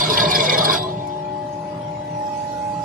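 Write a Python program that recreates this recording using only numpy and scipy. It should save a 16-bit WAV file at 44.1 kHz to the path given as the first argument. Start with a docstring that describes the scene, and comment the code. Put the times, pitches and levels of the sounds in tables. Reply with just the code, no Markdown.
"""In a workshop a lathe tool shaves the hot flash off a welded steel tube, heard from a hand-held phone.
The tearing chip drives the resonances of tool, tube and bed, and the tool squeals in short bursts.
The tool backs off, ringing on faintly, and the cut dies away, leaving the hydraulic pump's tones, a rumble
and a hiss; a dropped chip ticks once. Near the end the phone drifts sideways and the loudest pump tone
shifts between left and right."""
import sys
import numpy as np
from scipy import signal
from scipy.fft import rfft, irfft, next_fast_len
from scipy.io import wavfile
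from scipy.ndimage import uniform_filter1d, map_coordinates

SR = 44100
rng = np.random.default_rng(int(sys.argv[2]) if len(sys.argv) > 2 else 0)


def materialize(psi):
    """Save the field psi as 16-bit PCM at rate SR to the path in sys.argv[1].

    A 1-D psi becomes a single channel; in a 2-D psi each row is a channel.
    """
    bounded = np.clip(np.atleast_2d(psi).T, -1, 1)
    quanta = np.round(bounded * 32767).astype(np.int16)
    wavfile.write(sys.argv[1], SR, quanta)


N = 125244
T = np.arange(N) / SR  # time of each sample [s]

# low throb of the machine frame: (time [s], level [dB])
THROB = [(0, -31), (.6, -33), (.75, -32.5), (1.0, -32), (1.15, -40.5), (1.7, -40), (1.9, -36), (2.1, -35.5),
         (2.25, -43), (2.84, -37.5)]
# resonances of tool and holder: (frequency [Hz], width [Hz], relative level [dB])
TOOL = [(1641, 125, -5.5), (1976, 145, -13), (2208, 100, -7), (2348, 58, -5.5), (2886, 250, -14),
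        (3261, 100, -7.5), (3360, 22.7, 6.5), (3479, 89, 3), (3722, 220, 1.5), (4314, 150, -4),
        (4663, 160, -10), (4797, 156, -8), (5593, 136, -11.5)]
LOWER_MODES = 4  # the first rows of TOOL ring in the holder
TURN_S, RUNOUT_DB = 0.1495, 5.5  # one turn of the tube, and the swell as it runs out of true


def amp(db):
    """Decibels to a linear factor."""
    return 10 ** (np.asarray(db) / 20)


def unit(x):
    """x scaled to an rms of 1."""
    return x / np.sqrt(np.mean(x ** 2) + 1e-20)


def along(points, hz):
    """(Hz, value) points read on a log frequency axis."""
    f, v = np.transpose(points)
    return np.interp(np.log(hz + 1), np.log(f + 1), v)


def curves(rows):
    """One value per sample for each column after the time."""
    s, *columns = np.transpose(rows)
    return [np.interp(T, s, column) for column in columns]


def wobble(rate):
    """A smooth random curve with rate knots a second, 60 at most."""
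    knots = rng.standard_normal(int(N * 60 / SR) + 4)
    return map_coordinates(knots, [np.arange(N) * min(rate, 60) / SR])


def filtered(x, response):
    """x times a complex response of frequency."""
    m = next_fast_len(N + SR // 4)
    return irfft(rfft(x, m) * response(np.fft.rfftfreq(m, 1 / SR)), m)[..., :N]


def resonance(f, hz, width):
    """One causal resonance, gain 1 at its top."""
    return 1j * f * width / (hz * hz - f * f + 1j * f * width)


def heard(pair, alike, lead):
    """Two unrelated signals mixed into left and right of the given likeness and phase lead."""
    def mid_and_side(hz):
        turn = np.arccos(np.clip(along(alike, hz), 0, 1)) / 2
        return np.array([np.cos(turn), np.sin(turn)])

    def left_leads(hz):
        return np.exp(.5j * np.outer([1, -1], along(lead, hz)))

    mid, side = filtered(pair, mid_and_side)
    return filtered(np.array([mid + side, mid - side]), left_leads)


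def patchy(depth_db):
    """A pair of white noises with shared streaks of random gain, narrow in pitch and long in time."""
    z = signal.stft(rng.standard_normal((2, N)), nperseg=1024)[2]
    streaks = uniform_filter1d(rng.standard_normal(z.shape[1:]), size=3, axis=0)
    streaks = uniform_filter1d(streaks, size=7, axis=1)
    return signal.istft(z * amp(depth_db * unit(streaks)), nperseg=1024)[1][:, :N]


def rings(modes, drive, flutter_db, rate):
    """Fluttering noise under the drive excites each mode; a fourth value times its swell once a turn."""
    m = next_fast_len(N + SR // 4)
    f = np.fft.rfftfreq(m, 1 / SR)
    total = 0
    for hz, width, db, *peak_s in modes:
        gain_db = flutter_db * wobble(rate)
        for s in peak_s:
            gain_db = gain_db + RUNOUT_DB * np.cos(2 * np.pi * (T - s) / TURN_S)
        noise = rng.standard_normal((2, N)) * drive * amp(gain_db)
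        total = total + amp(db) * resonance(f, hz, width) ** 2 * rfft(noise, m)
    return unit(irfft(total, m)[:, :N]) * np.sqrt(np.mean(drive ** 2))


def silenced(after_s):
    """A gain that falls 80 dB a second from the given time on."""
    return amp(-80 * np.clip(T - after_s, 0, None))


def hiss():
    """Patchy noise in two bands, each with its own level."""
    # hiss colour: (frequency [Hz], relative density [dB per Hz])
    hiss_colour = [(1050, -17), (1900, -20.5), (2400, -22.5), (3000, -21.5), (5600, -20), (8200, -31),
                   (12000, -36.5)]
    # (time [s], lower band level [dB], upper band level [dB])
    hiss_level = [(1.0, -48, -55.5), (2.1, -47, -54.5), (2.35, -46, -47.5), (2.84, -46.5, -48)]
    split_hz = 3980
    high = lambda hz: 1 / (1 + (split_hz / (hz + 1)) ** 6)
    colour = lambda hz: amp(along(hiss_colour, hz)) * (hz > 900)
    low_db, high_db = curves(hiss_level)
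    lower = unit(filtered(patchy(depth_db=4.5), lambda hz: colour(hz) * (1 - high(hz))))
    upper = unit(filtered(patchy(depth_db=6.5), lambda hz: colour(hz) * high(hz)))
    return amp(low_db) * lower + amp(high_db) * upper


def rumble():
    """Patchy low noise that rises slowly, and noise ringing in the frame's resonances as a throb."""
    # rumble colour: (frequency [Hz], relative density [dB per Hz])
    rumble_colour = [(200, -14), (300, -7.5), (400, -20), (600, -11.5), (700, -22), (850, -10.5),
                     (1000, -20), (1100, -25)]
    # frame resonances: (frequency [Hz], width [Hz], relative level [dB])
    frame_modes = [(73.6, 7.8, -12), (117.4, 32, -4.5), (160, 26, -1), (196.7, 31, -13)]
    start_db, rise_db_per_s = -39.25, 0.5

    def colour(hz):
        return amp(along(rumble_colour, hz)) * (hz < rumble_colour[-1][0]) * (hz / (hz + 60)) ** 2

    noise = unit(filtered(patchy(depth_db=2.5), colour))
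    throb = rings(frame_modes, amp(curves(THROB)[0]), flutter_db=0.5, rate=8.54)
    return noise * amp(start_db + rise_db_per_s * T) + throb


def drones():
    """Fuzzy tones of the idling machine: sines of scattering pitch and wavering level."""
    # (frequency [Hz], pitch scatter [Hz], level ahead of the stereo mix [dB],
    #  fade after the first second [dB per s])
    drone_tones = [(368, 5, -38.5, 9), (1954, 6, -58, -2), (2560, 50, -66, -5)]
    mono = 0
    for hz, scatter_hz, db, fade_db in drone_tones:
        level = amp(db - fade_db * np.clip(T - 1, 0, None) + 2.5 * wobble(12))
        phase = 2 * np.pi * np.cumsum(hz + scatter_hz * wobble(50)) / SR
        mono = mono + level * np.sin(phase)
    return np.array([[np.sqrt(2)], [0]]) * mono  # first of the pair only: alike on both sides


def tick():
    """A chip drops: a decaying noise burst through one broad resonance."""
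    tick_s, level_db, decay_s = 1.072, -39, 0.0097  # level ahead of the resonance
    envelope = amp(level_db) * (T > tick_s) * np.exp(-np.abs(T - tick_s) / decay_s)
    return filtered(envelope * rng.standard_normal((2, N)), lambda f: resonance(f, 4600, 6800))


def shop():
    """The idling machine spread over the workshop, and the one tick."""
    # (frequency [Hz], likeness of left and right [0 to 1])
    shop_alike = [(40, .9), (90, .995), (200, .992), (700, .75), (1050, .25), (4000, .05)]
    # (frequency [Hz], phase by which left leads [rad])
    shop_lead = [(200, 0), (600, -.4), (870, -1.8), (1050, -.5)]
    return heard(rumble() + drones() + hiss(), shop_alike, shop_lead) + tick()


def pump():
    """The hydraulic pump: clean tones on multiples of the shaft speed."""
    # (time [s], shaft speed [Hz])
    shaft_speed = [(0, 49.72), (2.1, 49.73), (2.84, 49.58)]
    # (multiple of the shaft [1], level [dB rms], phase by which left leads [rad], waver [dB])
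    pump_tones = [(4, -49, 0, 2), (6, -45, 0, 2), (12, -36, -.5, 1), (18, -48, -1.6, 2),
                  (19, -49, -1.6, 1.5)]
    # the loudest tone as the phone moves:
    # (time [s], left level [dB rms], right level [dB rms], phase by which left leads [rad])
    whine_levels = [(0, -33.5, -41, -1.5), (.9, -30, -37, -2.5), (1.3, -27, -36.5, -2),
                    (1.66, -29.5, -41.5, -1.5), (2.1, -27.5, -32.5, -2.5), (2.24, -25.5, -25, -1.5),
                    (2.4, -32.5, -27, -1.56), (2.65, -28, -24.5, -1.4), (2.84, -33, -25, -0.9)]
    whine_order = 17  # multiple of the shaft
    turn = 2 * np.pi * np.cumsum(curves(shaft_speed)[0]) / SR
    sides = np.array([[.5], [-.5]])
    out = 0
    for order, db, lead, waver_db in pump_tones:
        phase = order * turn + rng.uniform(0, 2 * np.pi) + sides * lead
        out = out + amp(db + waver_db * wobble(8.15)) * np.sin(phase)
    left_db, right_db, lead = curves(whine_levels)
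    whine_level = amp(np.array([left_db, right_db]) + 1.5 * wobble(12))
    out = out + whine_level * np.sin(whine_order * turn + sides * lead)
    return np.sqrt(2) * out  # rms to peak


def feed_drive():
    """The feed drive whines as noise in narrow resonances until it stops."""
    # (frequency [Hz], level [dB rms])
    feed_tones = [(4000, -38), (8000, -50.5)]
    stop_s, ramp_s = 0.843, 0.028
    running = np.clip((stop_s - T) / ramp_s, 0, 1)
    return sum(amp(db) * rings([(hz, 16, 0)], running, flutter_db=3, rate=25) for hz, db in feed_tones)


def frame_tone():
    """The steady part of the frame's throb while cutting: one wavering sine."""
    level = amp(curves(THROB)[0] + 1.5 * wobble(8.7))
    return level * np.sin(2 * np.pi * 153 * T + 0.095 * wobble(5.0)) * silenced(0.83)


def squeals():
    """Squeals and the tool's last ringing: swelling rough tones, a scrape through the tool, a treble fizz."""
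    # squeals, and in the faint rows near 3.3 kHz at 0.773 s and 0.901 s the tool ringing on:
    # (time [s], tone level [dB], pitch [Hz], length [s], fizz over the tone ahead of fizz_db [dB])
    tool_tones = [(0.011, -23.5, 4640, 0.04, 2.5), (0.035, -26, 3830, 0.013, 8),
                  (0.102, -24, 5030, 0.016, 10), (0.1334, -20.5, 4860, 0.017, 7),
                  (0.172, -15, 3640, 0.0091, -2.5), (0.198, -18, 4800, 0.017, 4),
                  (0.251, -20.5, 4820, 0.01, -19), (0.309, -22, 4840, 0.0085, 12),
                  (0.3508, -17, 5020, 0.019, 4), (0.4012, -19.5, 4920, 0.0073, -11),
                  (0.4574, -24, 5170, 0.015, -1), (0.495, -15, 4870, 0.0089, 0),
                  (0.542, -22.5, 4900, 0.0073, -10), (0.58, -20, 5160, 0.013, 7.5),
                  (0.609, -29.5, 4780, 0.018, 8), (0.647, -18, 4900, 0.013, 9.5),
                  (0.708, -27, 4880, 0.019, -15), (0.731, -22, 4960, 0.017, 10.5),
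                  (0.773, -33, 3400, 0.025, 10), (0.827, -31.5, 5060, 0.0086, 3.5),
                  (0.901, -45.5, 3320, 0.056, 2)]
    fuzz_width_hz, roughness, scrape_db, fizz_db = 190, 0.69, 3, -22
    tone, scrape, fizz_level = np.zeros((2, N)), np.zeros(N), np.zeros(N)
    fuzz = unit(filtered(rng.standard_normal((2, N)), lambda f: 1 / (1 + (f / fuzz_width_hz) ** 2)))
    for s, db, hz, length, extra_db in tool_tones:
        from_peak = T - s - .004  # each tone peaks 4 ms after its time
        swell = amp(db) * np.exp(-(from_peak / (.5 * length)) ** 2)
        tone += swell * np.sin(2 * np.pi * hz * T) * ([[1], [0]] + roughness * fuzz)
        scrape += swell
        fizz_level += amp(db + extra_db) * np.exp(-(from_peak / length) ** 2)
    fizz = unit(filtered(patchy(depth_db=6), lambda f: resonance(f, 9000, 7000) ** 2))
    scraping = rings(TOOL[LOWER_MODES:], scrape, flutter_db=4.5, rate=44)
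    return tone + amp(scrape_db) * scraping + amp(fizz_db) * fizz_level * fizz


def tearing():
    """The chip tears as broad noise; the band above about 2.5 kHz gets a random fluctuating gain."""
    # colour of the tear: (frequency [Hz], relative density [dB per Hz])
    tear_colour = [(40, -24), (150, -10.5), (640, -5), (1070, -6.5), (1105, -11), (1400, -16), (2300, -22),
                   (4850, -18.5), (6000, -21.5), (12000, -39.5)]
    noise = unit(filtered(patchy(depth_db=5.5), lambda hz: amp(along(tear_colour, hz))))
    bright = filtered(noise, lambda hz: 1 / (1 + (2500 / (hz + 1)) ** 4))
    return noise - bright + amp(5.2 * wobble(34.04) - 3.5) * bright


def bed():
    """Bed and tube shudder: noise rings their modes, each swelling once a turn."""
    # (frequency [Hz], width [Hz], relative level [dB], time of the first swell [s])
    bed_modes = [(411.7, 36, -1, 0.1), (439, 48, -2.5, 0.083), (602.1, 31, 4.5, 0.11), (640, 53, 2, 0.12),
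                 (716.7, 28.6, 0, 0.021), (990, 49, -2, 0.13), (1031.7, 41, 1, 0.087)]
    # (time [s], level of the low shudder [dB])
    shudder_levels = [(0, -23.5), (.62, -24.5), (.72, -21.5), (.8, -28.5), (.87, -34.5), (1.2, -48.5)]
    [shudder_db] = curves(shudder_levels)
    drive = amp(shudder_db) * silenced(shudder_levels[-1][0])
    return rings(bed_modes, drive, flutter_db=2.5, rate=14)


def cut():
    """The force of the cut drives tearing noise and tool modes; all die away as the tool leaves."""
    # (time [s], force of the cut [dB], lower tool modes over the upper [dB])
    cut_force = [(0, -23, -1), (.2, -23, 0.5), (.33, -22.5, 6), (.52, -24.5, 6), (.62, -23.5, -0.5),
                 (.74, -23.5, 0.5), (.79, -27.5, -8), (.83, -39.5, -5), (1.0, -50.5, -1), (1.1, -48, -2)]
    # (frequency [Hz], likeness of left and right [0 to 1])
    cut_alike = [(200, .992), (450, .9), (900, .65), (2000, .72), (4800, .6), (8000, .4)]
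    # (frequency [Hz], phase by which left leads [rad])
    cut_lead = [(200, 0), (430, -.9), (640, -1.2), (850, -2.2), (1030, -.9), (1700, .45), (3000, 0),
                (3360, -2.4), (4100, -3.4), (4800, -6.2), (6600, -9.8), (11400, -31)]
    tear_db, tool_db, holder_db = 0.5, -0.5, -9
    force_db, lower_db = curves(cut_force)
    force = amp(force_db) * silenced(cut_force[-1][0])
    tool = amp(tool_db) * rings(TOOL[LOWER_MODES:], force, flutter_db=4.5, rate=40)
    holder = rings(TOOL[:LOWER_MODES], force * amp(lower_db), flutter_db=5.0, rate=22.8)
    tear = force * amp(tear_db) * tearing()
    pair = tool + amp(holder_db) * holder + bed() + tear + squeals()
    return heard(pair, cut_alike, cut_lead) + feed_drive() + frame_tone()


def scene():
    """The cut over the pump and the idling machine."""
    return shop() + pump() + cut()


def record(dry):
    """The phone's microphone path cuts off steeply above its band limit."""
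    top_hz = 12080
    return filtered(dry, lambda hz: 1 / (1 + (hz / top_hz) ** 240))


dry = scene()
out = record(dry)
materialize(out)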